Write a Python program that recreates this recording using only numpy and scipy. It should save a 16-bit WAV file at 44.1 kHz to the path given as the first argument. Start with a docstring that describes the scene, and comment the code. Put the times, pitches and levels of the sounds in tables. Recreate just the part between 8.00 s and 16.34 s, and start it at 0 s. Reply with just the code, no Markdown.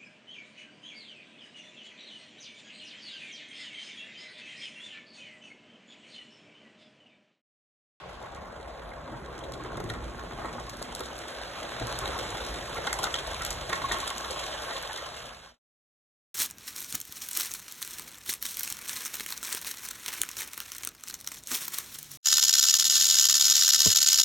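"""Model train on a wooden layout

A small electric locomotive and its carriages draw near on an indoor baseboard, then fade out.
Rolling is coloured noise pulsed by small contacts: board rumble and drone, wheel roar, rail hiss.
Rail joints tick, and jolts and clanks ring resonant modes of wheels, frame, shell, board and table.
Random grains rattle, a faint motor hum comes and goes, and a diffuse hiss fades out at the start.
Left and right differ in level, likeness and phase along the spectrum; a short room tail follows hits.
"""
import sys
import numpy as np
from scipy import signal
from scipy.fft import rfft, irfft, next_fast_len
from scipy.io import wavfile
from scipy.ndimage import uniform_filter1d

SR = 44100
rng = np.random.default_rng(int(sys.argv[2]) if len(sys.argv) > 2 else 0)


def inscribe(sig):
    """Save sig as 16-bit PCM at rate SR to the path in sys.argv[1].

    A 1-D sig is mono; a 2-D sig holds one channel per row.
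    Samples are clipped to [-1, 1] before scaling.
    """
    pcm = np.round(np.clip(np.atleast_2d(sig).T, -1, 1) * 32767)
    wavfile.write(sys.argv[1], SR, pcm.astype(np.int16))


def linear_from_db(decibels):
    """Turn decibels (scalar or array-like) into linear amplitude factors; 0 gives 1."""
    return 10 ** (np.asarray(decibels, float) / 20)


N = 367926

# train drawing near: t/s, rolling roar level/dB, rail hiss level/dB
TRAIN_LEVELS = [(0.0, -45.5, -61), (0.2, -46, -60), (1.2, -44.5, -59), (1.6, -43.5, -56), (2.2, -44.5, -53),
                (2.49, -44, -51.5), (2.75, -45, -51.5), (3.3, -42.5, -47), (4.0, -38.5, -43),
                (4.7, -41, -43.5), (5.02, -38.5, -43.5), (5.6, -41.5, -43.5), (5.96, -38.5, -40.5),
                (6.15, -42, -42), (6.7, -39, -41), (6.86, -42.5, -44), (7.15, -45.5, -44.5),
                (7.38, -53, -53.5)]
# shaking of the baseboard under the microphone: t/s, rumble level/dB, drone level/dB
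BOARD_LEVELS = [(0.0, -51, -60), (0.9, -49, -56), (1.3, -47, -48), (1.62, -46, -46), (1.87, -39, -44.5),
                (2.14, -44.5, -49), (2.9, -48.5, -50.5), (3.35, -52.5, -53), (3.7, -50.5, -50.5),
                (3.85, -43, -49.5), (4.2, -45, -47.5), (5.0, -46, -48), (5.45, -44.5, -56),
                (5.9, -45, -48.5), (6.15, -52, -52), (7.15, -53, -58.5), (7.38, -57.5, -69.5)]
# ring of the hollow shell: t/s, level/dB
SHELL_LEVELS = [(0.0, -52.5), (0.4, -57.5), (2.03, -50.5), (2.8, -50), (3.49, -60), (3.65, -49.5),
                (4.21, -48.5), (4.62, -49), (5.5, -50.5), (5.75, -45.5), (6.0, -44), (6.25, -47.5),
                (6.4, -47), (6.84, -46.5), (7.12, -49), (7.38, -58)]
# motor hum in the board: t/s, lower partial level/dB, upper partial level/dB
HUM_LEVELS = [(0.0, -74, -71.5), (1.0, -66, -56), (1.5, -52.5, -59.5), (2.0, -56, -51.5), (2.4, -58, -48),
              (2.9, -62, -55), (3.4, -72.5, -60), (3.9, -48, -56), (4.3, -56.5, -53), (5.0, -56, -62),
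              (5.6, -63.5, -63.5), (5.95, -50.5, -61), (6.2, -71, -68), (7.4, -70.5, -66.5)]

# noise colour of the wheel roar: f/Hz, relative density/dB per Hz
ROAR_SPECTRUM = [(300, -13.5), (420, -7), (520, 1), (660, 0.5), (820, -2.5), (1100, -4.5), (1600, -4),
                 (2000, -10.5), (2700, -16.5), (4000, -41)]
# noise colour of the rail hiss: f/Hz, relative density/dB per Hz
HISS_SPECTRUM = [(1500, -14), (2600, -6.5), (3250, 0), (3900, -.5), (4500, -4), (5200, -6.5), (6300, -8.5),
                 (8000, -10.5), (10000, -14), (12500, -19.5), (13500, -24)]
# noise colour of the board rumble: f/Hz, relative density/dB per Hz
RUMBLE_SPECTRUM = [(22, -24), (32, -11.5), (45, 0), (62, 2), (90, -9), (125, -7), (170, -9), (220, -12)]
# noise colour of the board drone: f/Hz, relative density/dB per Hz
DRONE_SPECTRUM = [(130, -19.5), (190, -8.5), (245, -6), (330, 3), (420, 0.5), (560, -14)]

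# wheels over rail joints: t/s, flange peak level/dB, wheel ring over flange/dB, length/ms
JOINT_TICKS = [(0.095, -55, -15, 5), (0.228, -50, -5, 4), (0.349, -46, -9.5, 3.9), (1.2616, -49, 2.5, 3.4),
               (1.381, -45.5, -4.5, 4.2), (1.391, -42.5, -9, 2.7), (1.44, -53, 7, 13.5),
               (1.522, -35.5, -24, 1.03), (1.539, -42.5, -1, 6), (1.597, -55, 3.5, 2.5),
               (1.638, -44, -7, 2.7), (1.7722, -40.5, -4.5, 2.5), (1.803, -43.5, -4.5, 4),
               (1.8418, -41, -11, 2.2), (1.9, -38, 2.5, 1.9), (1.903, -40, 1.5, 5.1),
               (1.9388, -46.5, -2, 4.1), (1.9526, -55, 8.5, 2), (2.4574, -48, -2, 7.3),
               (2.5292, -40.5, -5.5, 0.91), (2.6, -42.5, -10, 5.4), (2.698, -37.5, -5.5, 6.8),
               (2.77, -41.5, -15.5, 3), (2.8267, -31, -12.5, 3.1), (2.926, -38, -9.5, 1.4),
               (2.9511, -29, -11.5, 2), (2.9613, -38.5, -4, 2.6), (2.995, -36.5, -9, 4.9),
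               (3.007, -37.5, -1, 4.4), (3.06, -40.5, -8, 6), (3.1904, -37, -15.5, 3.5),
               (3.7462, -64, 6.5, 2), (3.8003, -38.5, 0.5, 3.2), (3.8705, -30, -14, 1.04),
               (3.9897, -29, -23.5, 2.1), (4.0576, -35.5, 3.5, 1.96), (4.078, -38.5, 5, 5),
               (4.191, -32.5, -7, 2.8), (4.305, -31.5, -16, 2.1), (4.4659, -34.5, -6.5, 2.9),
               (4.7575, -50.5, 7, 3.1), (4.872, -33, -3, 6.5), (4.9299, -21.5, -17, 3.1),
               (4.942, -32.5, -7.5, 2.3), (4.99, -30, -4, 2.8), (5.0326, -29.5, -10.5, 5.7),
               (5.0421, -23, -10, 5.1), (5.054, -36, -10, 3.8), (5.1427, -27.5, -9.5, 4.2),
               (5.1553, -35.5, 8, 1.6), (5.163, -34, -3, 2.2), (5.1906, -35, -1.5, 4.6),
               (5.273, -35, -13, 3.4), (5.314, -35.5, -3, 1.6), (5.3456, -33, -6.5, 2.4),
               (5.4212, -28, -9.5, 2.2), (5.4501, -22, -10, 1.3), (5.4656, -35, -3.5, 8.5),
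               (5.5071, -25.5, -13, 4.6), (5.529, -32.5, -13, 3.6), (5.699, -37.5, 2, 2.6),
               (5.731, -30.5, -0.5, 5.8), (5.756, -33.5, -11.5, 2.6), (5.9155, -46, 17.5, 0.8),
               (5.9221, -27.5, -4, 8.3), (5.929, -34.5, 3, 3.7), (6.0034, -32.5, -3, 4.9),
               (6.0785, -28.5, -4, 3.1), (6.1038, -29.5, -4, 2.55), (6.182, -27, -19.5, 2.3),
               (6.2476, -35.5, 3, 1.1), (6.3087, -29.5, -5, 1.8), (6.3153, -33, -13.5, 3.8),
               (6.373, -40.5, -13, 2.9), (6.4665, -33.5, -9, 3.2), (6.7112, -44, 8, 3.3),
               (6.7662, -43, 11.5, 0.77), (6.827, -31, -11.5, 0.64), (6.9317, -37, -2.5, 3.1),
               (6.9625, -35.5, -5, 5.5), (7.1433, -51.5, 9, 4.3)]
# chance lesser ticks: rate/(1/s), level over hiss/dB, scatter/dB, wheel ring over flange/dB,
# shortest/ms, longest/ms
LESSER_TICKS = (9, 3, 3, -3, 1.5, 6)
# jolts: t/s, peak level/dB, place (0 board, 1 shell, 2 frame), length/ms
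JOLTS = [(0.2306, -43, 0.8, 20), (0.3602, -38, 0.34, 8.7), (0.431, -42, .05, 12.3),
         (0.6024, -40.5, .05, 13), (0.921, -42.5, 1.8, 11), (1.0791, -42, 0.76, 6.6),
         (1.1454, -40, 1.2, 19.6), (1.598, -49, .3, 5), (1.778, -30.5, 0.26, 7.2),
         (1.8051, -31.5, 0.17, 9.5), (1.9024, -31.5, 2, 4.2), (1.9122, -34, 0.25, 10),
         (1.9412, -34.5, 1.6, 6), (1.954, -35, 0.59, 8), (2.0145, -44, 0.54, 3.7),
         (2.3894, -32.5, 0.87, 4.9), (2.4205, -33.5, 0.73, 7.1), (2.4542, -29, 0.68, 15.2),
         (2.486, -40, 1, 8), (2.519, -41.5, 0.97, 9.9), (2.5891, -36, 0.99, 15.5),
         (2.8197, -32.5, 0.18, 8.8), (3.0091, -30, 0.12, 13.7), (3.648, -35, 0.035, 16),
         (3.819, -31.5, 0.04, 12.6), (4.0347, -33, 0.77, 10), (4.07, -33, 1.3, 7), (4.1903, -34.5, .05, 12),
         (4.35, -31, 0.4, 7.2), (4.772, -31.5, 1.9, 7.9), (4.7879, -31.5, .05, 11.5),
         (4.872, -28.5, 1.16, 7), (4.879, -27, 1.5, 11), (4.907, -30.5, 2.1, 3), (4.93, -29.5, 2, 5.2),
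         (4.994, -37, 0.96, 7.4), (5.041, -28.5, 1.3, 9.7), (5.058, -28, 1.6, 8), (5.072, -27.5, 1.4, 8),
         (5.1435, -34.5, 1.95, 6.3), (5.313, -35, 1.1, 2.8), (5.42, -32.5, 2, 14.4),
         (5.702, -31, 1.6, 10.8), (5.7327, -26, 1.7, 12), (5.819, -33, 1.8, 5.4), (5.916, -23, 2.1, 4.8),
         (5.926, -33.5, 1, 9.5), (5.946, -30, 1.5, 8.1), (5.9684, -35.5, 1.95, 9.6), (6.111, -33, 1.8, 12),
         (6.317, -34, 0.055, 15.3), (6.715, -33.5, 1.56, 21), (6.9, -36.5, 0.99, 9.5),
         (6.986, -36.5, 1.95, 8.3)]
# blows that make one mode of wheel or frame sing out: t/s, peak level/dB, f/Hz, length/ms
MODE_BLOWS = [(1.412, -44.5, 3250, 4), (1.75, -50, 3400, 6), (1.867, -43, 1110, 5), (1.902, -40, 1650, 4),
              (4.058, -32, 3740, 3.3), (4.873, -32.5, 3700, 8.1), (4.877, -27.5, 1510, 6),
              (4.931, -28.5, 1530, 3), (4.993, -28, 1044, 5.6), (5.042, -26.5, 1430, 6.1),
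              (5.05, -35.5, 3670, 9), (5.1438, -21.5, 3250, 3.6), (5.142, -33, 1950, 4.4),
              (5.163, -33.5, 3500, 3.7), (5.189, -31, 3450, 5), (5.731, -27.5, 1900, 9),
              (6.9, -35, 1710, 5), (6.93, -40.5, 1465, 4.2)]
# short pings of the hollow shell mode alone: t/s, peak level/dB
SHELL_PINGS = [(2.683, -38), (3.9828, -40), (4.0425, -34), (5.7346, -29), (5.8215, -29.5), (5.9253, -33),
               (5.9464, -30), (5.9701, -30), (6.0336, -29.5), (6.1105, -31), (6.1509, -40), (6.1916, -38.5),
               (6.2351, -44), (6.759, -37), (6.8534, -36)]
# low thumps in the table: t/s, peak level/dB, length/ms
TABLE_THUMPS = [(1.15, -40, 16), (1.79, -45, 15), (1.848, -30, 12.3), (1.906, -29.5, 4.9), (2.06, -37, 15),
                (2.82, -48, 12), (3.01, -41, 9.8), (3.82, -30.5, 11), (4.21, -36.5, 12), (4.79, -38.5, 12),
                (5.72, -41.5, 16), (5.94, -40.5, 11.6)]
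# loose wheels and gears: rate before clumping/(1/s), level over hiss/dB, size scatter/dB,
# lowest f/Hz, highest f/Hz, t60/cycles
GEAR_GRAINS = (600, -7.5, 4, 1500, 11500, 30)
# couplings and axles: rate before clumping/(1/s), level over roar/dB, size scatter/dB,
# lowest f/Hz, highest f/Hz, t60/cycles
COUPLING_GRAINS = (180, -6, 4.5, 450, 3000, 14)

# wheel resonances: f/Hz, mean level/dB, t60/s
WHEEL_RINGS = [(3340, -1, .009), (3633, -1, .008), (3840, -2, .006), (2850, -6, .005), (2350, -8, .005)]
# frame resonances: f/Hz, mean level/dB, t60/s
FRAME_RINGS = [(1420, -1, .025), (1530, -3, .02), (1650, -3, .02), (1900, 0, .02), (2020, -3, .015)]
# shell resonances: f/Hz, mean level/dB, t60/s
SHELL_RINGS = [(880, -2, .03), (970, -1, .03), (1087, -2, .03), (1230, -1, .025)]
# baseboard resonances: f/Hz, mean level/dB, t60/s
BOARD_RINGS = [(410, -7, .025), (490, -2, .03), (540, -2, .03), (600, -2, .03), (670, -4, .03)]
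# resonances of the table under the board: f/Hz, mean level/dB, t60/s
TABLE_RINGS = [(62, -2, .09), (122, 0, .07), (190, -5, .04), (245, -5, .04), (325, -4, .04)]

# left against right: f/Hz, likeness/0-1, left over right level/dB
STEREO_BALANCE = [(0, .995, -.5), (150, .96, -2.3), (300, .87, -.7), (450, .75, .8), (700, .66, 2.9),
                  (1050, .85, 1.6), (1350, .94, -1.4), (1800, .3, -4.4), (2300, .65, -4.5), (2900, .6, -5),
                  (3300, .9, -1), (3700, .96, .8), (4400, 1, 0), (10200, 1, 0), (13000, .85, 0)]
# phase between left and right, stepped in the treble: f/Hz, left lead/rad
STEREO_PHASE = [(0, 0), (430, .55), (1030, -.55), (1650, .7), (2300, .95), (3200, .25), (3550, .5),
                (4650, 3.14), (5100, 3.14), (6650, 6.28), (7350, 6.28), (8750, 9.42), (9450, 9.42),
                (10650, 12.57), (11600, 12.57), (12600, 15.7)]

SHELL_HZ, SHELL_WIDTH_HZ = 1088.6, 30
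FAR_DULLING = 0.011  # dB per octave lost above the wheel ring, per dB the hiss sinks
CLOSE_BRIGHTENING, ROAR_PIVOT_HZ = 0.38, 800  # dB per octave the roar gains, per dB hiss gains on it
LUMPS, DRONE_PATCHY_DB = .12, 1.8  # swell of drone and roar by larger contacts; drone band flicker
EDGE_DB, EDGE_SPREAD_DB = -14, 6  # bright edge over the flange at the usual tick; scatter
EDGE_GROWTH, USUAL_TICK_DB = 0.11, -27  # dB edge gains on flange, per dB above the usual tick
BOUNCE_MS, BOUNCE_DB = (-14, 16), (-15, -8)  # lighter touch beside a joint tick: offset, loss
NEXT_PART_DB, FAR_PART_DB = -12.5, -11.5  # jolt loss per part away, and its limit
TAIL_SHARE = .9  # decay time of a contact over its rise
CLANK_CYCLES = 24  # t60 in cycles
PING_MS, PING_T60_S = 5, .055
HUM_HZ, HUM_T60_S = (121, 242), .11
OPENING_DB, OPENING_S = -52.5, 0.46
ROOM_T60_S, ROOM_DB, ROOM_APART_DB, WALL_CUT_HZ = 0.25, -13.5, 2, 19000
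BETWEEN_STEPS = .11  # most likeness lost where the treble phase is turning
UNTURNED_DB = -13  # part of each tick alike in both channels, without the phase turn
FADE_END_S, FADE_S = 7.595, .14
TOP_HZ = 13350


def rms_one(x):
    """Scales to rms 1."""
    return x / np.sqrt(np.mean(x ** 2) + 1e-20)


def in_time(rows):
    """Table columns as curves, one value a sample."""
    t_s, *columns = np.transpose(rows)
    return [np.interp(np.arange(N) / SR, t_s, c) for c in columns]


def drift(rate_hz):
    """Slow random wander of rms 1: low-passed noise, drawn every 40 samples."""
    r = np.exp(-80 * np.pi * rate_hz / SR)
    noise = rng.standard_normal(N // 40 + 2002)
    slow = signal.lfilter([1], [1, -2 * r, r * r], noise)[2000:]
    return np.interp(np.arange(N) / 40, np.arange(len(slow)), rms_one(slow - slow.mean()))


def band(x, low_hz, high_hz):
    """Butterworth band-pass."""
    return signal.sosfilt(signal.butter(2, [low_hz, high_hz], "band", fs=SR, output="sos"), x)


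def ring(x, hz, t60_s):
    """Resonator: a unit click starts a decaying sine of initial height 1."""
    r, w = linear_from_db(-60 / (t60_s * SR)), 2 * np.pi * hz / SR
    return signal.lfilter([0, np.sin(w)], [1, -2 * r * np.cos(w), r * r], x + 1e-18)


def chatter(per_s, spread_db, length_ms):
    """Envelope of small uneven contacts that swell and die in a few ms."""
    sizes = linear_from_db(spread_db * np.minimum(rng.exponential(1, N), 3.0))
    born = rng.random(N) < per_s / SR
    r = np.exp(-1000 / (length_ms * SR))
    return signal.lfilter([np.e * (1 - r)], [1, -2 * r, r * r], sizes * born)


def modes(table):
    """A part that rings with its modes, each blow sharing its strength out anew."""
    def answer(contact):
        """Every mode, a pair of resonances at one pitch, rises to its own height."""
        # inner resonance is three times shorter: softens the onset
        rings = [ring(ring(contact, hz, t60_s / 3), hz, t60_s) for hz, _, t60_s in table]
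        return sum(linear_from_db(db + rng.normal(0, 2)) * r / np.abs(r).max()
                   for r, (_, db, _) in zip(rings, table))
    return answer


def strike(events, parts):
    """Rough contacts swell and die; every part answers, its envelope peaking at the time given."""
    out, ms = np.zeros(N + SR), np.arange(-1024, 3072) * 1000 / SR
    for t_s, *peaks_db, length_ms in events:
        half_ms = np.hypot(length_ms, 1) / 2
        envelope = np.exp(-np.where(ms < 0, (ms / half_ms) ** 2, ms / (half_ms * TAIL_SHARE)))
        contact = rng.standard_normal(len(ms)) * envelope
        for part, peak_db in zip(parts, peaks_db):
            sound = part(contact)
            power = 2 * uniform_filter1d(sound ** 2, size=round(half_ms * SR / 500))
            at = round(t_s * SR) - power.argmax()
            out[at:at + len(ms)] += linear_from_db(peak_db) * sound / np.sqrt(power.max())
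    return out[:N]


def rolling(spectrum, pulse, patchy_db, tilt_db=0, pivot_hz=WHEEL_RINGS[0][0]):
    """Two unrelated draws of coloured noise, pulsed by contacts, each band flickering on its own."""
    hz, level_db = np.transpose(spectrum)
    edges_hz = np.geomspace(hz[0], hz[-1], int(4 * np.log2(hz[-1] / hz[0])) + 2)
    white = rng.standard_normal((2, 2, N)) * pulse
    out = 0
    for k, (low_hz, high_hz) in enumerate(zip(edges_hz, edges_hz[1:])):
        colour_db = np.interp(np.log(low_hz * high_hz) / 2, np.log(hz), level_db)
        colour_db = colour_db + tilt_db * max(np.log2(low_hz / pivot_hz), 0)
        # neighbouring bands take different noise
        out = out + linear_from_db(colour_db + patchy_db * drift(8.6)) * band(white[k % 2], low_hz, high_hz)
    return rms_one(out)


def shell_ring():
    """Rolling noise keeps one hollow mode of the body ringing in uneven spurts."""
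    spurts = (1 + 2.2 * chatter(18.0, 3.0, 5.0)) * linear_from_db(2.5 * drift(5.0))
    push = rng.standard_normal((2, N)) * spurts
    return rms_one(ring(push, SHELL_HZ, np.log(1000) / (np.pi * SHELL_WIDTH_HZ)))


def ticks(hiss_db):
    """Short metal scrapes: wheel ring, flange, bright edge; lesser ones follow the hiss by chance."""
    flange = signal.butter(2, [4400, 8500], "band", fs=SR)
    edge = signal.butter(2, [8500, 12800], "band", fs=SR)
    per_s, over_db, scatter_db, wheel_over_db, short_ms, long_ms = LESSER_TICKS
    luck = rng.random((100, 4))
    times_s = .1 - np.cumsum(np.log(luck[:, 0])) / per_s
    lesser = []
    for t_s, (_, a, b, c) in zip(times_s, luck):
        if t_s < FADE_END_S:
            flange_db = hiss_db[int(t_s * SR)] + over_db + scatter_db * (2 * a - 1)
            wheel_db = wheel_over_db + 2 * scatter_db * (2 * b - 1)
            lesser.append((t_s, flange_db, wheel_db, short_ms + c * (long_ms - short_ms)))
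    for t_s, db, wheel_db, ms in JOINT_TICKS:
        bounce_s = t_s + rng.uniform(*BOUNCE_MS) / 1000
        lesser.append((bounce_s, db + rng.uniform(*BOUNCE_DB), wheel_db, 2 * ms))
    blows = []
    for t_s, db, wheel_db, ms in JOINT_TICKS + lesser:
        edge_db = db + EDGE_DB + EDGE_GROWTH * (db - USUAL_TICK_DB) + EDGE_SPREAD_DB * rng.normal()
        blows.append((t_s, db + wheel_db, db, edge_db, ms))
    return strike(blows, [modes(WHEEL_RINGS), lambda x: signal.lfilter(*flange, x),
                          lambda x: signal.lfilter(*edge, x)])


def knocks():
    """Duller jolts set board, shell and frame ringing, most of all the part they land on."""
    blows = []
    for t_s, db, place, ms in JOLTS:
        loss_db = np.maximum(NEXT_PART_DB * abs(place - np.arange(3)), FAR_PART_DB)
        blows.append((t_s, *(db + loss_db), ms))
    return strike(blows, [modes(BOARD_RINGS), modes(SHELL_RINGS), modes(FRAME_RINGS)])


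def clanks():
    """Each blow rings one mode of its own, its decay set in cycles."""
    return sum(strike([(t_s, db, ms)], [modes([(hz, 0, CLANK_CYCLES / hz)])])
               for t_s, db, hz, ms in MODE_BLOWS)


def pings():
    """Short pings of the hollow shell mode."""
    blows = [(t_s, db, PING_MS) for t_s, db in SHELL_PINGS]
    return strike(blows, [modes([(SHELL_HZ, 0, PING_T60_S)])])


def thumps():
    """Low thumps ring the deep modes of the table."""
    return strike(TABLE_THUMPS, [modes(TABLE_RINGS)])


def rattle(rule, spectrum):
    """Dense uneven grains in clumps, each ringing at one of 32 pitches."""
    per_s, over_db, scatter_db, low_hz, high_hz, cycles = rule
    sizes = linear_from_db(scatter_db * np.minimum(rng.exponential(1, N), 3.0)) * rng.choice([-1, 1], N)
    born = rng.random(N) < per_s * linear_from_db(5.0 * drift(14.0)) / SR
    dealt = rng.integers(0, 32, N)
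    hz, level_db = np.transpose(spectrum)
    rings = 0
    for k, pitch_hz in enumerate(np.geomspace(low_hz, high_hz, 32)):
        weight = linear_from_db(np.interp(pitch_hz, hz, level_db)) * np.sqrt(pitch_hz)
        rings = rings + weight * ring(sizes * born * (dealt == k), pitch_hz, cycles / pitch_hz)
    return linear_from_db(over_db) * rms_one(band(rings, low_hz, high_hz))


def hum():
    """Faint broken motor hum in the board: two partials of narrow noise."""
    out = 0
    for hz, level_db in zip(HUM_HZ, in_time(HUM_LEVELS)):
        narrow = ring(ring(rng.standard_normal(N), hz, HUM_T60_S), hz, HUM_T60_S)
        out = out + linear_from_db(level_db) * rms_one(narrow * linear_from_db(3.5 * drift(4.0)))
    return out


def opening():
    """Diffuse band of hiss, unrelated between left and right, fades out at the start."""
    fading = np.clip(1 - np.arange(N) / SR / OPENING_S, 0, 1)
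    return linear_from_db(OPENING_DB) * fading * rms_one(band(rng.standard_normal((2, N)), 1500, 3600))


def room(x):
    """Dense reflections: decaying noise of unit energy."""
    t_s = np.arange(SR // 3) / SR
    tail = band(rng.standard_normal(len(t_s)), 73, WALL_CUT_HZ) * linear_from_db(-60 * t_s / ROOM_T60_S)
    return signal.fftconvolve(x, tail / np.sqrt(np.sum(tail ** 2)))[:N]


def left_right(shared, apart):
    """Left and right differ in level and likeness along the spectrum, with treble phase steps."""
    size = next_fast_len(N + 4096)
    shared, apart = rfft([shared, apart], size)
    hz = np.arange(len(shared)) * SR / size
    table_hz, likeness, left_db = np.transpose(STEREO_BALANCE)
    alike = np.clip(np.interp(hz, table_hz, likeness), 0, 1)
    balance_db = np.interp(hz, table_hz, left_db)
    lead_rad = np.interp(hz, *np.transpose(STEREO_PHASE))
    alike -= BETWEEN_STEPS * np.sin(lead_rad) ** 2 * (hz > table_hz[-4])
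    shared, apart = shared * np.sqrt((1 + alike) / 2), apart * np.sqrt((1 - alike) / 2)
    # half the balance and lead on each side
    turn = linear_from_db(balance_db / 2) * np.exp(.5j * lead_rad)
    return irfft([(shared + apart) * turn, (shared - apart) / turn], size)[:, :N]


def scene():
    """Mixes steady rolling and hits, as parts shared by and differing between left and right."""
    roar_db, hiss_db = in_time(TRAIN_LEVELS)
    rumble_db, drone_db = in_time(BOARD_LEVELS)
    small, large = chatter(110.0, 4.5, 1.2), chatter(30.0, 3.0, 5.0)
    roar_tilt_db = CLOSE_BRIGHTENING * (hiss_db - roar_db + 5.0)
    hiss_tilt_db = FAR_DULLING * (hiss_db - hiss_db.max())

    steady = linear_from_db(rumble_db) * rolling(RUMBLE_SPECTRUM, 1, patchy_db=3.0)
    steady += linear_from_db(drone_db) * rolling(DRONE_SPECTRUM, 1 + LUMPS * large, patchy_db=DRONE_PATCHY_DB)
    steady += hum()
    steady += linear_from_db(roar_db) * rolling(ROAR_SPECTRUM, 1 + LUMPS * large + 0.17 * small, patchy_db=1.7,
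                                     tilt_db=roar_tilt_db, pivot_hz=ROAR_PIVOT_HZ)
    steady += linear_from_db(hiss_db) * rolling(HISS_SPECTRUM, 1 + 0.26 * small + 0.32 * large, patchy_db=1.5,
                                     tilt_db=hiss_tilt_db)
    steady += linear_from_db(in_time(SHELL_LEVELS)[0]) * shell_ring()

    sharp = ticks(hiss_db)
    hits = sharp + knocks() + clanks() + pings() + thumps()
    hits += linear_from_db(hiss_db) * rattle(GEAR_GRAINS, HISS_SPECTRUM)
    hits += linear_from_db(roar_db) * rattle(COUPLING_GRAINS, ROAR_SPECTRUM)
    hits = band(hits, 40, 16000)

    shared = steady[0] + hits + linear_from_db(ROOM_DB) * room(hits)
    apart = steady[1] + linear_from_db(ROOM_APART_DB) * room(hits)
    fade = np.clip((FADE_END_S - np.arange(N) / SR) / FADE_S, 0, 1) ** 2
    return (left_right(shared, apart) + linear_from_db(UNTURNED_DB) * sharp + opening()) * fade


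def low_pass(x):
    """Removes everything above the highest recorded frequency."""
    return signal.sosfilt(signal.butter(12, 13360, fs=SR, output="sos"), x)


def record(dry):
    """Steep low-pass cuts the top."""
    pair = signal.sosfilt(signal.cheby2(12, 40, TOP_HZ, fs=SR, output="sos"), dry)
    return low_pass(pair)


dry = scene()
out = record(dry)
inscribe(out)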